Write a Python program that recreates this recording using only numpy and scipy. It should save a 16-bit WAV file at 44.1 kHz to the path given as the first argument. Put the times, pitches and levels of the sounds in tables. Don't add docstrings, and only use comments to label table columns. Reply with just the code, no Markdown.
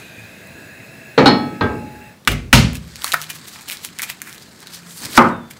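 import sys
import numpy as np
from scipy import signal
from scipy.fft import rfft, irfft
from scipy.io import wavfile
from scipy.ndimage import uniform_filter1d

SR = 44100
rng = np.random.default_rng(int(sys.argv[2]) if len(sys.argv) > 2 else 0)


def ratio_of_db(decibels):
    return 10 ** (np.asarray(decibels, float) / 20)


def unload_audio(sound):
    columns = np.transpose(np.atleast_2d(sound))
    steps = np.round(np.clip(columns, -1, 1) * 32767)
    wavfile.write(sys.argv[1], SR, steps.astype(np.int16))


N = 246519

# start_s, crack_db, body_db, rise_s, ring_db
PAN_BLOWS = [
    (1.1775, -10, -5.5, 0.0032, -7),
    (1.2585, -5, -8.5, 0.0053, -13),
    (1.6098, -23, -13.5, 0.0013, -18.5),
]
# pitch_hz, level_db (per Hz)
PAN_CRACK = [(150, -12), (844, -8), (1340, 6.5), (2230, -20), (4200, -3.5), (5330, -52), (15500, -75)]
# pitch_hz, level_db (per Hz)
PAN_BODY = [
    [(41, -42), (70, -11), (260, -1.5), (478, 0), (1350, -13.5), (2270, -16), (3120, -22), (4370, -25),
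     (15500, -68)],
    [(41, -48), (70, -18), (254, -1.5), (641, -12.5), (840, -6.5), (2800, -18.5), (4400, -18.5),
     (5600, -32), (15500, -76)],
    [(41, -31), (70, -5), (300, -2), (717, -11), (1200, -9), (2030, -20.5), (4000, -28.5), (15500, -79)],
]
# pitch_hz, t60_s
PAN_DECAY = [(60, 0.86), (160, 0.98), (420, 0.68), (1100, 0.41), (2910, 0.33), (7680, 0.26)]
# pitch_hz, level_db, t60_s
PAN_TOUCH = [(139, -2.5, 0.21), (276, -2.5, 0.27), (459, 9, 0.1), (849, -8.5, 0.44), (1278, -13, 0.61),
             (1690, -9.5, .19), (1860, -6.5, 0.15), (2266, -10.5, 0.26), (3310, -18, 0.16),
             (3892, -16, 0.22), (4285, -19.5, 0.33), (4470, -28, .3)]
# pitch_hz, level_db, t60_s
PAN_LAND = [(841, -1, 0.68), (1296, -7, 0.82), (1524, -20, 1), (1856, -8, 0.56), (2250, -13.5, 0.73),
            (2940, -9, 0.33), (3350, -15.5, 0.6), (3450, -16, 0.52), (137.8, -9, 1.), (242, 3.5, 0.71),
            (281, 12, 0.17), (295, -2.5, 0.72), (803, 12, 0.11)]
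# pitch_hz, level_db, t60_s
GRATE = [(3122, -16, .35), (3898, -6, .3), (3984, -12, .4), (4145, -15, .25), (4290, 2, .37),
         (4339, -1, .25), (5001, -11, .3), (5319, -16, .45), (5432, -23, .25), (6200, -18, .12),
         (7079, -26, .25), (8775, -30, .25)]
# pitch_hz, level_db, t60_s
PAN_ROCK = [(238, -1, 0.78), (276, -12, 0.28), (463, -2, 0.43), (845, -10, 1.93), (974, 16, 0.019),
            (1284, 0, 0.35), (1588, 1.5, 0.38), (1860, -7.5, 0.27), (2244, -18.5, 0.71), (2580, -9, 0.066),
            (3424, -14, 0.22), (4090, 6, 0.013)]


def pan_on_hob():
    rings = [PAN_TOUCH, PAN_LAND + GRATE, PAN_ROCK]
    struck = blows(PAN_BLOWS, PAN_CRACK, 0.094, PAN_BODY, PAN_DECAY, rings)
    return struck * np.interp(np.arange(N) / SR, [2.08, 2.18], [1, 0])


# start_s, crack_db, body_db, rise_s, ring_db
SLAPS = [
    (2.2745, -0.5, -12.5, 0.0068, -23),
    (2.5288, 8, -2.5, 0.0012, -11.5),
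]
# pitch_hz, level_db (per Hz)
SLAP_CRACK = [(88, -35), (150, -8), (583, -19), (1290, 2.5), (2600, 0.5), (4650, -13.5), (5650, -15.5),
              (12300, -22.5), (15500, -21)]
# pitch_hz, level_db (per Hz)
SLAP_BODY = [
    [(18, -37), (30, 3.5), (123, -3), (830, -22.5), (945, -32), (1330, -20), (1870, -21.5), (2360, -18),
     (3880, -29), (15500, -35.5)],
    [(18, -37), (30, -6.5), (230, -0.5), (307, -15.5), (852, -18), (1050, -17.5), (1170, -17.5),
     (2760, -13.5), (3680, -17.5), (15500, -31)],
]
# pitch_hz, t60_s
SLAP_DECAY = [(40, 0.16), (110, 0.6), (280, 0.55), (740, 0.39), (1940, 0.37), (5120, 0.38), (13500, 0.19)]
# pitch_hz, level_db, t60_s
SLAP_RING = [
    [(52, 5.5, 0.67), (115.3, 7.5, 0.35), (185, -15, 0.25), (1138, -14, 0.46), (1600, -7, 0.19),
     (2070, -10, 0.48), (2360, -8, 0.42), (2400, -5, .2), (2890, 5, .14), (4800, -16, .18)],
    [(57.2, -0.5, 0.63), (72, -2.5, 0.76), (123, -19, 0.36), (163, -2, 0.7), (212, -9, 0.45),
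     (245.4, -0.5, 0.46), (926, -1, 0.19), (1252, -5, 0.29), (1716, -14, 0.24), (2385, -6, 0.35),
     (2800, -4, 0.28), (4060, -10, 0.25), (4350, -12, 0.42), (4900, -12, .27)],
]


def knife_slaps():
    return blows(SLAPS, SLAP_CRACK, 0.042, SLAP_BODY, SLAP_DECAY, SLAP_RING)


# start_s, crack_db, body_db, rise_s, ring_db
CHOP = [
    (5.176, 8.5, -3, 0.0017, -9),
]
# pitch_hz, level_db (per Hz)
CHOP_CRACK = [(150, -6.5), (600, -38), (930, 1), (1120, -6), (1350, 4), (1750, -10), (3000, -20),
              (15500, -44)]
# pitch_hz, level_db (per Hz)
CHOP_BODY = [
    [(18, -32), (30, -40), (148, -12), (230, -6), (455, -14), (747, -10.5), (1230, -6), (1720, -19),
     (2020, -22), (3880, -42), (15500, -62)],
]
# pitch_hz, t60_s
CHOP_DECAY = [(60, 0.82), (160, 0.58), (420, 0.45), (1100, 0.39), (2910, 0.44), (7680, 0.16)]
# pitch_hz, level_db, t60_s
CHOP_RING = [
    [(235.4, 3.5, 0.47), (356, 1.5, 0.28), (548, -4, 0.35), (693, -15, .26), (814, -16, 0.43),
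     (892, 7, 0.19), (1054, -8, 0.36), (1126, -3, 0.29), (1214, 4, 0.31), (1274, 3, 0.27), (1440, -7, 0.34),
     (1478, -5, 0.36), (1575, -10.5, 0.42), (2067, -6, .22)],
]


def chop():
    return blows(CHOP, CHOP_CRACK, 0.037, CHOP_BODY, CHOP_DECAY, CHOP_RING)


def blows(rows, crack, crack_t60, bodies, decay, rings):
    out, t = np.zeros(N), np.arange(SR) / SR
    for (s, crack_db, body_db, rise, ring_db), colour, modes in zip(rows, bodies, rings):
        contact = evened(coloured(rng.standard_normal(SR), crack))
        hit = ratio_of_db(crack_db - 60 * t / crack_t60) * contact
        hit += ratio_of_db(body_db) * body(colour, decay, rise)
        for hz, db, t60 in modes:
            fall = ratio_of_db(ring_db + db - 60 * t / min(t60, 1.7))
            hit += fall * swell(t, hz, rise) * np.sin(2 * np.pi * hz * t)
        add(out, s, hit)
    return out


def body(colour, decay, rise):
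    lump_db, lump_bins = 1.5, 45
    t, hz = np.arange(SR) / SR, np.fft.rfftfreq(SR, 1 / SR)
    lumps = ratio_of_db(lump_db * evened(uniform_filter1d(rng.standard_normal(len(hz)), lump_bins)))
    noise = rfft(evened(coloured(rng.standard_normal(SR), colour)))
    noise = noise * lumps / np.sqrt(np.mean(lumps ** 2))
    centres, out = [f for f, _ in decay], np.zeros(SR)
    for share, (f, t60) in zip(np.eye(len(decay)), decay):
        part = irfft(noise * read(list(zip(centres, share)), hz), SR)
        out += part * ratio_of_db(-60 * t / t60) * swell(t, f, rise)
    return out


def swell(t, hz, rise):
    return 1 - np.exp(-t / (abs(rise) * np.sqrt(500 / hz) + 1e-4))


# start_s, peak_db, pitch_hz, treble_db (against the ring)
SNAPS = [(2.9579, -17, 4540, -5), (3.0203, -16, 3830, -4), (3.044, -1, 4390, -1), (3.0646, -14, 4570, -1),
         (3.0706, -15, 1660, -7), (3.0783, -14, 3790, 0), (3.1202, -4, 3920, -3), (3.1248, -6, 3770, -6),
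         (3.1368, -2, 1460, -2), (3.2163, -10, 2890, 7), (3.2231, -14, 3320, 7), (3.2422, -19, 2970, -3),
         (3.3014, -11, 3140, -1), (3.48, -23, 7000, 3), (3.6869, -16, 2970, 3), (3.699, -10, 2990, -3),
         (3.7099, -11, 2970, 5), (3.7144, -13, 3060, 3), (3.7214, -10, 3100, 3), (3.728, -15, 3060, -1),
         (3.771, -19, 3850, -5), (3.8488, -8, 5340, 6), (3.9882, -9, 5920, 3), (3.9948, -14, 2220, -10),
         (4.0198, -5, 1940, 7), (4.0286, -12, 1680, 1), (4.1003, -8, 2400, 0), (4.218, -10, 2130, 3),
         (4.3281, -20, 5040, 7), (4.3809, -25, 4410, -4)]
# start_s, peak_db, pitch_hz
TICKS = [(0.4723, -29, 10200), (2.2508, -28, 3770), (2.7323, -20, 2110), (2.7543, -16, 2520),
         (2.77, -22, 3730), (4.6043, -26, 8000), (4.6711, -22, 4350), (5.0204, -20, 6500),
         (5.0351, -19, 4590), (5.0511, -11, 4290), (5.0566, -12, 4410), (5.17, -10, 5500),
         (5.1725, -8, 5000), (5.5106, -24, 2330)]
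# start_s, peak_db, pitch_hz, treble_db
CRUMBS = [(2.8421, -39, 3920, -1), (2.8504, -32, 3270, -8), (2.874, -33, 4650, -1),
          (2.8789, -27, 1980, -2), (2.9025, -31, 4050, -5), (2.9659, -21, 4570, 0),
          (2.97, -29, 5470, -1), (3.0155, -24, 4480, -2), (3.0378, -16, 4310, 6),
          (3.0478, -16, 5470, 0), (3.0816, -14, 3700, 0), (3.133, -10, 2240, 3),
          (3.1414, -5, 1510, -6), (3.1445, -5, 1510, -10), (3.2301, -18, 3060, 4),
          (3.2334, -24, 2890, -1), (3.2375, -19, 2930, -7), (3.3043, -15, 3140, -1),
          (3.308, -18, 1640, 7), (3.3176, -24, 2070, -2), (3.3312, -23, 5170, -10),
          (3.3759, -29, 5770, 1), (3.4016, -31, 2330, 1), (3.4137, -33, 2580, -1),
          (3.4389, -33, 6290, 4), (3.445, -30, 4220, 0), (3.4575, -28, 3230, -10),
          (3.4675, -33, 8610, 0), (3.5359, -29, 4650, -6), (3.554, -27, 4390, 0),
          (3.5592, -22, 2280, -7), (3.5887, -26, 3140, -1), (3.6023, -30, 2500, -3),
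          (3.6105, -20, 2240, 1), (3.6191, -22, 7540, -3), (3.6242, -27, 2930, 1),
          (3.6279, -28, 3450, 0), (3.6442, -31, 2020, -3), (3.6815, -22, 3010, -4),
          (3.6949, -17, 3100, -5), (3.7934, -31, 2200, -5), (3.8048, -31, 3270, -10),
          (3.8575, -20, 5770, 0), (3.8889, -25, 2710, -10), (3.9821, -31, 5210, -1),
          (4.0007, -16, 2150, -10), (4.0044, -17, 2200, -10), (4.0339, -9, 7360, 2),
               (4.192, -35, 2540, -5), (4.2029, -29, 2500, -8), (4.2242, -21, 2280, 7),
               (4.2412, -28, 8140, 5), (4.2755, -23, 2110, -2), (4.295, -19, 2580, 2),
               (4.3149, -31, 2330, -5), (4.3221, -29, 4260, 0), (4.3339, -25, 2020, 4),
               (4.3399, -28, 1770, 3), (4.3461, -23, 2630, 3), (4.3501, -25, 6980, 6),
               (4.3544, -30, 1720, 6), (4.3617, -29, 3100, -10), (4.3979, -32, 3830, 0),
               (4.4237, -27, 4910, -7), (4.4304, -30, 1720, -1), (4.4912, -34, 4440, 4),
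               (4.5075, -39, 1890, -1), (4.5251, -32, 2150, -1), (4.5315, -35, 1810, -6),
               (4.5485, -36, 1810, -7), (4.5627, -34, 4220, -8), (4.5931, -35, 2630, 4),
               (4.6114, -34, 4910, -1), (4.6201, -29, 5680, 2), (4.6283, -26, 3620, -3),
               (4.7059, -32, 1640, 2), (4.7727, -27, 6200, 0), (4.7903, -28, 4480, -8),
               (4.8326, -30, 2450, -7), (4.8639, -31, 4870, -4), (4.9083, -23, 3830, -8),
               (4.9703, -24, 8870, 0), (4.9737, -20, 4130, 1), (4.9796, -19, 5730, -1),
               (4.9905, -21, 8660, 0), (5.0046, -22, 4180, -6), (5.0247, -22, 4050, 0),
               (5.042, -18, 5040, -4), (5.11, -23, 1640, 4), (5.1332, -14, 3700, 0)]


def snaps():
    out, t = np.zeros(N), np.arange(600) / SR
    tick_treble_db = -3.5
    crumb_db = -2.5
    rows = SNAPS + [row + (tick_treble_db,) for row in TICKS]
    rows = rows + [(s, db + crumb_db, *rest) for s, db, *rest in CRUMBS]
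    for s, db, hz, treble_db in rows:
        noise = rng.standard_normal(600)
        impulse = np.sign(noise) * (t == 0)
        fracture = (impulse + 0.25 * noise) * ratio_of_db(-60 * t / 0.0057)
        snap = skin(fracture, hz, treble_db + 4.5, 1.12)
        snap *= ratio_of_db(db + 1) / abs(snap).max()
        add(out, s, snap)
        add(out, s + 0.001274, 0.062 * snap)
    return out


# start_s, level_db, t60_s, pitch_hz, treble_db
SCRAPES = [(2.961, -46, 0.12, 4600, -13), (3.046, -20, 0.019, 1150, -22), (3.06, -34, 0.56, 1860, 4),
           (3.141, -29.5, 0.056, 785, -30), (3.1425, -6.5, 0.018, 1570, -13),
           (3.304, -29.5, 0.054, 2560, 2), (3.355, -55.5, 0.097, 3500, 20), (3.483, -57, 0.062, 3370, 24),
           (3.534, -46.5, 0.26, 4300, 3.5), (3.687, -35.5, 0.041, 3000, 7.5), (3.727, -37.5, 0.16, 2580, 7),
           (3.848, -44.5, 0.12, 3950, 14), (3.996, -28, 0.049, 2140, -7), (4.034, -28, 0.062, 2310, 6),
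           (4.1, -30, 0.09, 2800, 2), (4.219, -39, 0.024, 2300, -11), (4.275, -39, 0.43, 1920, -0.5),
           (4.425, -43, 0.085, 4670, -8), (4.679, -44, 0.075, 4300, -14), (4.745, -39, 0.16, 4400, 2.5)]
# start_s, level_db, t60_s, pitch_hz, treble_db
SLIDES = [
    (2.319, -25.5, 0.056, 2860, -2),
    (2.755, -39, 0.072, 3040, 6.5),
    (4.91, -43.5, 0.29, 7240, -1),
    (4.975, -40, 0.46, 8460, -5),
    (5.041, -38, 1, 245, -40),
    (5.054, -38.5, 0.095, 4320, 5.5),
    (5.057, -41, .4, 95, -40),
    (5.125, -45.5, 0.43, 3670, 11.5),
    (5.173, -27, 0.065, 5750, 3.5),
    (5.511, -42.5, 0.045, 2430, 6.5),
]


def scrapes():
    out, t = np.zeros(N), np.arange(-4000, 9000) / SR
    for s, db, t60, hz, treble_db in SCRAPES + SLIDES:
        rise = min(0.12 * t60, 0.025)
        shape = np.where(t < 0, np.exp(np.minimum(t, 0) / rise), ratio_of_db(-60 * t / t60))
        rubbed = skin(slips(len(t), 3.2), hz, treble_db, 1.3)
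        add(out, s + t[0], ratio_of_db(db) * shape * rubbed)
    return out


def skin(x, hz, treble_db, width):
    ring = band(band(x, hz / width, hz * width), hz / 3.7, hz * 2.9)
    edge = band(band(x, 1600, 20600), 1200, 13600)
    return evened(ring) + ratio_of_db(treble_db) * evened(edge)


def slips(n, spread_db):
    return rng.standard_normal(n) * ratio_of_db(spread_db * np.minimum(rng.exponential(1, n), 5))


# start_s, pitch_hz, level_db, t60_s
KNOCK = (3.1445, 1520, -19, .1)


def knock(s, hz, db, t60):
    t = np.arange(SR // 4) / SR
    return s, ratio_of_db(db - 60 * t / t60) * np.sin(2 * np.pi * hz * t)


# start_s, level_db
RUSTLE = [(2.7, -59), (3.0, -39), (3.17, -39), (3.32, -44), (3.58, -42.5), (3.81, -42.5), (3.93, -47.5),
          (4.06, -40.5), (4.22, -49), (4.42, -48.5), (4.62, -46.5), (4.85, -44.5), (4.96, -44.5),
          (5.05, -30.5), (5.095, -38), (5.13, -33.5), (5.17, -22), (5.21, -34), (5.41, -64), (5.59, -47)]
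# pitch_hz, level_db (per Hz)
RUSTLE_COLOUR = [(500, -5.5), (1000, -1), (1700, 3), (2900, -4.5), (4300, 3), (5800, -1), (7800, 8),
                 (15500, -5)]


def rustle():
    t = np.arange(N) / SR
    x = patchy(coloured(slips(N, 3.2), RUSTLE_COLOUR), 1.7)
    low = signal.sosfilt(signal.butter(2, 5500, fs=SR, output="sos"), x)
    flutter_db = 2.6 * evened(uniform_filter1d(rng.standard_normal(N), 500))
    pressure_db = np.interp(t, *np.transpose(RUSTLE), left=-90)
    return ratio_of_db(pressure_db + flutter_db) * (evened(low) + ratio_of_db(-5) * evened(x - low))


def room(x):
    colour = [(300, -11.5), (3000, -8.0), (15000, -6.5)]  # pitch_hz, level_db
    decay = [(500, 0.28), (2500, 0.21), (9000, 0.11)]  # pitch_hz, t60_s
    tail = body(colour, decay, 0.005)
    return signal.fftconvolve(x, tail / np.linalg.norm(tail))[:N]


# start_s, level_db
HISS = [
    (0, -34),
    (.12, -37.5),
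    (1.1, -38),
    (2.08, -40),
    (2.14, -45.5),
    (2.19, -58),
]
# pitch_hz, level_db (per Hz)
HISS_BED = [(24, -45), (40, -9), (136, 9), (300, 0.5), (410, -0.5), (637, 1.5), (1130, -12), (1680, 2.5),
            (2570, -7), (3060, -16.5), (15500, -24)]
# pitch_hz, width_hz, level_db
HISS_PEAKS = [(659, 19, -7), (1530, 110, -22), (1663, 34, -1), (2532, 37, -2), (2664, 86, -1.5),
              (3980, 470, -17.5), (5060, 110, -19.5), (6850, 230, -19), (7950, 210, -19.5),
              (9770, 200, -20.5), (10700, 120, -22), (12080, 220, -22), (13700, 240, -30),
              (15300, 210, -19)]
SHIELD_S = (.1, 0.63)
# pitch_hz, level_db
OPEN_COLOUR = [(500, -2), (2000, -2.5), (3200, 4), (5500, 2), (9000, 0.5)]


def hiss():
    hz, t = np.fft.rfftfreq(N, 1 / SR), np.arange(N) / SR
    air = rfft(rng.standard_normal((2, N)))

    def duct(pitch):
        gain = ratio_of_db(read(HISS_BED, hz) - 1.5)
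        for f, width, db in HISS_PEAKS:
            gain = gain + ratio_of_db(db + 6.5) / np.sqrt(1 + (2 * (hz - f * pitch) / width) ** 2) ** 1.95
        return gain

    unshielded = irfft(air[0] * duct(0.95) * ratio_of_db(read(OPEN_COLOUR, hz)), N)
    shielded = irfft(air[1] * duct(1), N)
    turn = np.interp(t, SHIELD_S, [0, np.pi / 2])
    x = np.cos(turn) * unshielded + np.sin(turn) * shielded
    return ratio_of_db(np.interp(t, *np.transpose(HISS), right=-90) - 3.0) * patchy(x, 1.4)


# pitch_hz, level_db (per Hz)
AIR = [(41, -37), (70, -6.5), (185, 1.5), (641, -14.5), (860, -16), (1850, -18), (2980, -23), (4370, -23.5),
       (15500, -32)]


def quiet_air():
    return ratio_of_db(-47) * patchy(coloured(rng.standard_normal(N), AIR), 1.0)


# start_s, pitch_hz, level_db
DRONES = [
    [(.17, 111, -46), (.235, 109, -44.5), (.3, 110, -52)],
    [(3.12, 148, -45), (3.192, 153.6, -45), (3.46, 157, -53)],
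    [(4.72, 173.3, -53), (4.92, 172.4, -43.5), (4.98, 163, -48)],
]
# start_s, pitch_hz, level_db
BIRD = [
    (5.29, 3680, -54),
    (5.35, 3690, -49),
    (5.395, 3610, -60),
    (5.42, 3570, -55),
    (5.5, 3490, -59),
    (5.58, 3450, -62),
]


def tone(rows, waver):
    s, hz, db = np.transpose(rows)
    t = np.arange(s[0], s[-1], 1 / SR)
    hz = np.interp(t, s, hz) * (1 + waver * evened(uniform_filter1d(rng.standard_normal(len(t)), 300)))
    sine = np.sqrt(2) * np.sin(2 * np.pi * np.cumsum(hz) / SR)
    return s[0], ratio_of_db(np.interp(t, s, db)) * sine * signal.windows.tukey(len(t), .15)


def patchy(x, depth_db):
    z = signal.stft(x, nperseg=512)[2]
    patches = uniform_filter1d(uniform_filter1d(rng.standard_normal(z.shape), 5, 0), 14, 1)
    return evened(signal.istft(z * ratio_of_db(depth_db * evened(patches)), nperseg=512)[1][:N])


def coloured(x, colour):
    return irfft(rfft(x) * ratio_of_db(read(colour, np.fft.rfftfreq(len(x), 1 / SR))), len(x))


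def band(x, lo_hz, hi_hz):
    edges = [lo_hz, min(hi_hz, SR / 2.1)]
    return signal.sosfilt(signal.butter(1, edges, "band", fs=SR, output="sos"), x)


def read(points, hz):
    f, value = np.transpose(points)
    return np.interp(np.log(hz + 1), np.log(f + 1), value)


def evened(x):
    return x / np.sqrt(np.mean(x ** 2) + 1e-20)


def add(mix, s, sound):
    part = mix[round(s * SR):][:len(sound)]
    part += sound[:len(part)]


def scene():
    hands = snaps() + scrapes()
    add(hands, *knock(*KNOCK))
    out = pan_on_hob() + knife_slaps() + chop()
    out += hands + ratio_of_db(-9.5) * room(hands) + rustle()
    out += hiss() + quiet_air()
    for rows in DRONES:
        add(out, *tone(rows, 0.0091))
    add(out, *tone(BIRD, .016))
    return out[None]


def band_limit(x):
    return signal.sosfilt(signal.butter(12, 16800, fs=SR, output="sos"), x)


def record(dry):
    low_pass = signal.firwin(511, 15800, window=("kaiser", 9), fs=SR)
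    x = signal.oaconvolve(dry, low_pass[None], "same")
    x = signal.sosfilt(signal.butter(2, 35, "high", fs=SR, output="sos"), x)
    x = x / (1 + abs(x) ** 8) ** (1 / 8)
    return band_limit(x)


dry = scene()
out = record(dry)
unload_audio(out)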